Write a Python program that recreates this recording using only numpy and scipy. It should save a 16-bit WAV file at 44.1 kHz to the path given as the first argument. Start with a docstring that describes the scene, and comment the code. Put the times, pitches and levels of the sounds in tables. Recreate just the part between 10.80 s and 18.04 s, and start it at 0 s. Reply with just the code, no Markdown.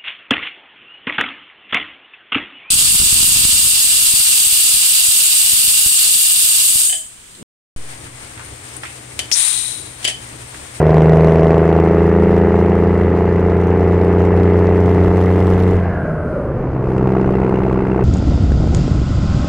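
"""A straight-six turbodiesel pulls hard with rising revs, barking and droning above a pickup's bed as it tows.
It lifts off for an upshift while air whooshes through the slowing turbo, then drones on in the higher gear.
Crank speed and effort drive tuned engine orders through tailpipe resonances, and exhaust puffs ring the pipe.
Shaped noise makes the gas roar, rasp and turbo hiss; pressure peaks make the camera housing crackle.
Filtered noise makes the tyres and wind that rush underneath."""
import sys
import numpy as np
from scipy import signal
from scipy.fft import rfft, irfft, next_fast_len
from scipy.io import wavfile
from scipy.ndimage import uniform_filter1d, map_coordinates

SR = 44100
rng = np.random.default_rng(int(sys.argv[2]) if len(sys.argv) > 2 else 0)


def generate_wav(sig):
    """Save sig (samples, or channels by samples) to the path in sys.argv[1] as 16-bit PCM at SR."""
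    pcm = np.round(np.clip(np.atleast_2d(sig).T, -1, 1) * 32767).astype(np.int16)
    wavfile.write(sys.argv[1], SR, pcm)


N = 319284

# crank speed: t/s, speed/rpm
CRANK_SPEED = [(0, 1551.9), (0.3, 1590.7), (1.7, 1696.3), (2.6, 1734.4), (3.0, 1748.8), (4.9, 1823.6),
               (5.15, 1716.8), (5.45, 1476.2), (5.8, 1295.8), (6.5, 1282.4), (7.24, 1284.3)]
# how hard the engine works, through pull, lift and return to the pedal: t/s, level/dB
EFFORT = [(0, 0), (.4, 1), (1.4, 0), (2.5, -2.5), (3.7, -0.83), (4.94, -3), (5.06, -17), (5.55, -33.5),
          (5.75, -20), (6.05, -8), (6.27, -2.5), (7.24, -4.5)]
BOOST_LAG_S = 0.14  # time constant of the turbo following the effort

# progress from lugging to pulling, then from pulling to cruising: t/s, share/0-1
BOOSTED = [(.55, 0), (1.25, 1)]
UPSHIFTED = [(5.2, 0.0073), (5.7, 0.85)]

# low resonances of the long tailpipe: f/Hz, width/Hz, relative level/dB
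TAILPIPE = [(93.3, 10.6, -12.5), (135, 18, -21), (158.34, 5.3, -10.5), (197.04, 7, -3.5)]
# lowest engine orders: multiple of the crank rate; the seventh comes from the uneven puffs
ORDER_NUMBERS = [3, 6, 7, 9]
# drive of each order: level at 0 dB flow/dB, growth/dB per dB of flow
ORDER_LEVELS = [(0, 0.6), (-0.4, 0.57), (-14, 0.85), (-6.5, 1.56)]
SURGE = 1.2  # dB added to the sixth order per dB that the boost trails the effort

# pipe resonances in each state, four rows per puff of a crank turn: f/Hz, width/Hz, relative level/dB
LUGGING_MODES = [(236, 27, 5.5), (427.7, 38, 10), (643, 62, -4), (705, 570, -16.5), (242, 51, -13),
                 (497, 50, 11.5), (562, 14, 3.5), (735, 30, -10.5), (237, 77, 1), (360, 40, -7),
                 (428, 92, 13), (639, 65, 4.5)]
PULLING_MODES = [(257, 18, -6.5), (459.3, 48, 2.5), (568, 31, -4), (910, 120, -23), (310.7, 48, 6.5),
                 (415.2, 13, 5), (613, 18, -8), (848, 37, -13), (320.3, 28, 4.5), (391, 52.4, 7.5),
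                 (460, 16, 1), (620, 22, -17)]
CRUISING_MODES = [(201, 31, -18), (308, 62, -2.5), (380.4, 22, 10.5), (840, 310, -23), (192, 91, -3),
                  (327, 10, -1), (654, 38, -9.5), (840, 63, -4.5), (198.4, 12, 7), (280, 6, 1.5),
                  (349, 41, 13), (836, 370, -19)]
# strongest pipe echo when lugging, pulling and cruising: delay/s, signed share of the puff
ECHOES = [(0.00391, -0.16), (0.00233, 0.43), (0.00445, 0.34)]
# opening front of each of the three puffs: softening f/Hz, relative knock level/dB
FRONTS = [(1310, -26.5), (1370, -12.5), (980, -34)]
KNOCK_HZ, KNOCK_WIDTH_HZ = 820, 1000  # the broad ring at each front
BARK_DB, BARK_GROWS = -13.5, 1.19  # level at 0 dB effort, dB per dB of effort

# colour of the turbulent exhaust roar: f/Hz, relative level/dB per Hz
ROAR = [(200, -38.5), (350, -8.5), (520, -8), (680, 7), (880, -6), (1050, -2.5), (1300, -15), (1700, -18.5),
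        (2300, -33), (4000, -75.5)]
ROAR_DB, ROAR_GROWS = -28.5, 0.3  # level at 0 dB boost before the two offsets below, dB per dB of boost
LUGGING_ROAR_DB = 5.5  # extra roar, gone once the pipe has passed to pulling
ROAR_FADE_RPM, ROAR_FADE_DB_PER_RPM = 1816, 0.4  # the roar thins at the top of the pull

# colour of the rasp when pulling and when cruising: f/Hz, relative level/dB per Hz
PULL_RASP = [(700, -34.5), (1300, -1.5), (1650, -2), (2000, 1.5), (2400, -9), (2750, -9.5), (3300, -25.5),
             (4200, -30.5), (7000, -57.5)]
CRUISE_RASP = [(700, -34), (1100, -9), (1400, 6), (1700, -6.5), (2000, 0), (2350, -7), (2700, -4.5),
               (3200, -22.5), (4000, -26.5), (7000, -43.5)]
PULL_RASP_DB, CRUISE_RASP_DB, RASP_GROWS = -34.5, -34, 0.74  # levels at 0 dB boost, dB per dB of boost

# colour of the housing crackle: f/Hz, relative level/dB per Hz
CRACKLE = [(1500, -14.5), (3000, 5.5), (4200, -2.5), (5300, -2.5), (6400, -5.5), (7400, -9), (9000, -7.5),
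           (12000, -15.5), (15000, -16.5)]
CRACKLE_DB, CRACKLE_TOP = -52, 1  # level before the rise, pressure at which it levels off
CRACKLE_RISE_RPM, CRACKLE_RISE_DB_PER_RPM = 1769, 0.1041  # more crackle near the top of the pull

# colour of air drawn through the turbo: f/Hz, relative level/dB per Hz
AIR_HISS = [(2500, -11.5), (3600, 2), (4400, 6), (5300, 4), (5800, -5.5), (6400, 5), (7300, -10),
            (8000, -12.5), (8800, -5.5), (10000, -6), (11500, -21.5), (15000, -34.5)]
HISS_DB, HISS_GROWS = -60, 0.23  # mean level at 0 dB boost, dB per dB of boost

# colour of the tyre roar: f/Hz, relative level/dB per Hz
ROAD = [(35, -32), (60, -3), (130, -1.5), (230, -6), (330, -6), (450, -5.5), (600, -13), (800, -21),
        (1100, -21), (1500, -26.5), (2200, -37), (3200, -50.5), (4500, -82)]
TYRES_DB, TYRES_SWAY_DB = -22, 0.55
# colour of the wind rumble: f/Hz, relative level/dB per Hz
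RUMBLE = [(10, -14), (22, -2.5), (42, 4.5), (60, 0), (100, -1.5), (200, -22), (500, -64.5)]
WIND_DB, WIND_RISE_DB_PER_S = -36.5, 1.02  # starting level; the wind grows as the truck gathers speed

# air bleeding through the turbo during the upshift
BLEED_OPEN_S, BLEED_ATTACK_S, BLEED_CLOSE_S, BLEED_RELEASE_S = 4.95, 0.25, 5.63, 0.18
WHOOSH_FALL_OCT_PER_S = 0.52
# its bands as the bleed opens: f/Hz, width/Hz, level/dB, fade/dB per s (negative swells)
WHOOSHES = [(714, 130, -31, -8), (1680, 380, -30, 11.5)]
# colour of the bleed hiss: f/Hz, relative level/dB per Hz
BLEED_HISS = [(6000, -41), (8300, -5.5), (9500, -1), (10500, -10), (13000, -34.5)]
BLEED_HISS_DB = -67.5

# left-right likeness of the noises: f/Hz, likeness/0-1
ALIKE = [(200, 1), (500, 1), (1000, 1), (2000, 0.99), (3000, 0.6), (4200, .1), (12000, .15)]
TOP_HZ = 15400  # band limit of the camera


def amp(db):
    """Linear gain for a level in dB."""
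    return 10 ** (np.asarray(db) / 20)


def unit(x):
    """x scaled to rms 1 overall."""
    return x / np.sqrt(np.mean(x ** 2) + 1e-20)


def seconds():
    """Time of each sample."""
    return np.arange(N) / SR


def along(points, hz):
    """Read (f/Hz, value) points on a log frequency axis."""
    f, v = np.transpose(points)
    return np.interp(np.log(hz + 1), np.log(f + 1), v)


def curves(rows):
    """One value per sample for each column after the time."""
    s, *cols = np.transpose(rows)
    return [np.interp(seconds(), s, c) for c in cols]


def wobble(rate):
    """A smooth random curve with rate knots a second."""
    knots = rng.standard_normal(int(N * rate / SR) + 4)
    return map_coordinates(knots, [np.arange(N) * rate / SR])


def filtered(x, response):
    """x shaped by a response, real or complex, given as a function of frequency."""
    m = next_fast_len(N + SR // 4)
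    return irfft(rfft(x, m) * response(np.fft.rfftfreq(m, 1 / SR)), m)[..., :N]


def levelled(x):
    """x held near rms 1 over a sliding window of about a fifth of a second."""
    power = uniform_filter1d(uniform_filter1d(x ** 2, SR // 7), SR // 10)
    return x / np.sqrt(np.abs(power) + 1e-12)


def rush(spectrum):
    """Stereo noise of rms 1: mono in the bass, nearly unrelated in the treble."""
    def mid_side(hz):
        turn = np.arccos(np.clip(along(ALIKE, hz), -1, 1)) / 2
        return amp(along(spectrum, hz)) * [np.cos(turn), np.sin(turn)]

    mid, side = filtered(rng.standard_normal((2, N)), mid_side)
    return unit(np.array([mid + side, mid - side]))


def load():
    """Effort and turbo boost in dB; the boost follows the effort with a lag."""
    effort_db, = curves(EFFORT)
    effort = amp(effort_db)
    keep = np.exp(-1 / (BOOST_LAG_S * SR))
    boost = effort[0] + signal.lfilter([1 - keep], [1, -keep], effort - effort[0])
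    return effort_db, 20 * np.log10(boost)


def pipe_state():
    """How far the pipe has passed to pulling, and from there to cruising."""
    return np.clip(curves(BOOSTED) + curves(UPSHIFTED), 0, 1)


def firings():
    """Running phase in firings: three for each crank turn."""
    rpm, = curves(CRANK_SPEED)
    return np.cumsum(rpm) * 3 / 60 / SR - 0.2


def drone(cycle, lag=0.28, cruise_lag=0.23, waver_db=0.04):
    """Low orders boom near tailpipe resonances; a suction dip follows each puff by lag of a firing cycle."""
    effort_db, boost_db = load()
    rpm, = curves(CRANK_SPEED)
    crank_hz = rpm / 60
    _, upshifted = pipe_state()
    turns = (cycle - lag - (cruise_lag - lag) * upshifted) / 3
    surge_db = SURGE * np.maximum(effort_db - boost_db, 0)
    flow_db = np.maximum(effort_db, boost_db)  # after the lift the turbo keeps gas moving for a moment
    out = np.zeros(N)
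    for order, (db, grows) in zip(ORDER_NUMBERS, ORDER_LEVELS):
        power = np.zeros(N)
        for hz, width, peak_db in TAILPIPE:
            detune = 2 * (order * crank_hz - hz) / width
            power += amp(peak_db) ** 2 / (1 + detune ** 2)
        level_db = db + grows * flow_db + waver_db * wobble(18)
        if order == 6:
            level_db = level_db + surge_db
        out -= np.sqrt(2 * power) * amp(level_db) * np.cos(2 * np.pi * order * turns)
    return out


def pipe(modes, hz, soft_hz, edge_hz=1500):
    """Ring of one puff: its resonances, softened by the slow opening of the valve."""
    ring = sum(amp(db) * 1j * hz * w / (c * c - hz * hz + 1j * hz * w) for c, w, db in modes)
    return ring / (1 + 1j * hz / soft_hz) ** 2 / (1 + (hz / edge_hz) ** 4)


def puff_train(cycle, scatter_db, jitter_s, count):
    """One pulse per firing, slightly uneven in time and strength, dealt in turn to count trains."""
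    number = np.arange(int(cycle[-1]))
    chance = rng.standard_normal((len(number), 2))
    shift = np.round(jitter_s * SR * chance[:, 0]).astype(int)
    at = np.clip(np.searchsorted(cycle, number) + shift, 0, N - 1)
    puffs = np.zeros((count, N))
    puffs[number % count, at] = amp(scatter_db * chance[:, 1])
    return puffs


def bark(cycle, scatter_db=0.26, jitter_s=0.00004, count=3):
    """The three puffs of a turn take different ways through the manifold and ring differently."""
    puffs = puff_train(cycle, scatter_db, jitter_s, count)
    boosted, upshifted = pipe_state()
    shares = 1 - boosted, boosted * (1 - upshifted), upshifted
    states = LUGGING_MODES, PULLING_MODES, CRUISING_MODES
    out = np.zeros(N)
    for share, modes, (delay, echo) in zip(shares, states, ECHOES):
        ways = np.split(np.array(modes), count)

        def response(hz):
            rings = []
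            for way, (soft_hz, knock_db) in zip(ways, FRONTS):
                knock = (KNOCK_HZ, KNOCK_WIDTH_HZ, knock_db)
                rings.append(pipe([*way, knock], hz, soft_hz))
            return np.array(rings) * (1 + echo * np.exp(-2j * np.pi * hz * delay))

        out += share * unit(filtered(puffs, response).sum(0))
    return levelled(out)


def roof_bounce(pressure, level_db=-5, bounce_s=0.0029):
    """A bounce off the cab roof reaches the two ports differently, more so for short waves."""
    side = filtered(pressure, lambda hz: 1j * hz / 5000 * np.exp(-2j * np.pi * hz * bounce_s))
    return amp(level_db) * np.array([side, -side])


def gusts(cycle, lag, depth_db, scatter_db, uneven_db):
    """Gas flow swells once per firing, by a varying amount and unevenly over the three puffs of a turn."""
    swell = depth_db * np.cos(2 * np.pi * (cycle - lag)) + scatter_db * wobble(130)
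    lope = np.cos(2 * np.pi * (cycle - lag - 0.75) / 3)
    return levelled(amp(swell + uneven_db * lope))


def gas_roar(cycle, cruise_gaps_db=3):
    """Turbulent gas roars in step with the puffs, with deeper gaps when cruising."""
    rpm, = curves(CRANK_SPEED)
    _, boost_db = load()
    boosted, upshifted = pipe_state()
    roar_db = ROAR_DB + ROAR_GROWS * boost_db + LUGGING_ROAR_DB * (1 - boosted)
    roar_db -= ROAR_FADE_DB_PER_RPM * np.maximum(rpm - ROAR_FADE_RPM, 0)
    depth_db = 5.5 + cruise_gaps_db * upshifted
    flow = gusts(cycle, lag=0.15, depth_db=depth_db, scatter_db=1.6, uneven_db=1.5)
    return amp(roar_db) * flow * rush(ROAR)


def gas_rasp(cycle):
    """Rasp is nearly continuous under load; slower firing leaves gaps between the puffs."""
    _, boost_db = load()
    _, upshifted = pipe_state()
    pull_flow = gusts(cycle, lag=0.24, depth_db=1.5, scatter_db=1.47, uneven_db=-0.5)
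    pull = amp(PULL_RASP_DB) * pull_flow * rush(PULL_RASP)
    cruise_flow = gusts(cycle, lag=0.21, depth_db=7.5, scatter_db=1.8, uneven_db=-0.5)
    cruise = amp(CRUISE_RASP_DB) * cruise_flow * rush(CRUISE_RASP)
    return amp(RASP_GROWS * boost_db) * ((1 - upshifted) * pull + upshifted * cruise)


def housing_crackle(pressure):
    """The housing crackles on pressure peaks of either sign, growing faster than the pressure up to a ceiling."""
    rpm, = curves(CRANK_SPEED)
    strain = np.minimum(np.abs(pressure), CRACKLE_TOP)
    peaks = strain ** 1.6 * amp(2.5 * wobble(260) + 1.6 * wobble(27))
    crackle_db = CRACKLE_DB + CRACKLE_RISE_DB_PER_RPM * np.maximum(rpm - CRACKLE_RISE_RPM, 0)
    return amp(crackle_db) * unit(peaks) * rush(CRACKLE)


def exhaust():
    """Drone and bark form the pressure wave; gas noise and housing crackle ride with it."""
    cycle = firings()
    effort_db, _ = load()
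    pressure = drone(cycle) + amp(BARK_DB + BARK_GROWS * effort_db) * bark(cycle)
    gas = gas_roar(cycle) + gas_rasp(cycle)
    return pressure + roof_bounce(pressure) + gas + housing_crackle(pressure)


def turbo_hiss():
    """Air drawn through the turbo hisses with the boost."""
    _, boost_db = load()
    return amp(HISS_DB + HISS_GROWS * boost_db + 1.2 * wobble(10)) * rush(AIR_HISS)


def tyres():
    """Tyres roar as coloured noise with a slight sway in level."""
    return amp(TYRES_DB + TYRES_SWAY_DB * wobble(5)) * rush(ROAD)


def wind(buffet_db=2.5):
    """Wind buffets the camera; faint separate eddies make it differ a little at each port."""
    eddies = unit(filtered(rng.standard_normal((2, N)), lambda hz: amp(along(RUMBLE, hz))))
    wind_db = WIND_DB + WIND_RISE_DB_PER_S * seconds() + buffet_db * wobble(14)
    return amp(wind_db) * (rush(RUMBLE) + amp(-24.5) * eddies)


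def whoosh(centre_hz, width_hz):
    """A narrow band of noise around a moving pitch."""
    turn = 2 * np.pi * np.cumsum(centre_hz) / SR
    return unit(wobble(width_hz) * np.cos(turn) + wobble(width_hz) * np.sin(turn))


def turbo_bleed(flutter_db=0.5):
    """During the upshift, air bleeds through the slowing turbo in falling, fluttering whooshes and hiss."""
    t = seconds()
    since = np.clip(t - BLEED_OPEN_S, 0, 2)
    opening = np.clip(since / BLEED_ATTACK_S, 0, 1)
    closing = np.clip(1 - (t - BLEED_CLOSE_S) / BLEED_RELEASE_S, 0, 1)
    wheel = 2 ** (-WHOOSH_FALL_OCT_PER_S * since)  # pitch falls as the wheel slows
    air = np.zeros(N)
    for hz, width, db, fade in WHOOSHES:
        level_db = db - fade * since + flutter_db * wobble(22)
        air += amp(level_db) * whoosh(hz * wheel, width)
    return opening * closing * (air + amp(BLEED_HISS_DB) * rush(BLEED_HISS))


def scene():
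    """Exhaust up front, turbo air around it, tyres and wind underneath."""
    return exhaust() + turbo_hiss() + tyres() + wind() + turbo_bleed()


def record(dry):
    """The camera clips the highest peaks and keeps nothing above its band limit."""
    return filtered(np.clip(dry, -1, 1), lambda hz: hz < TOP_HZ)


dry = scene()
out = record(dry)
generate_wav(out)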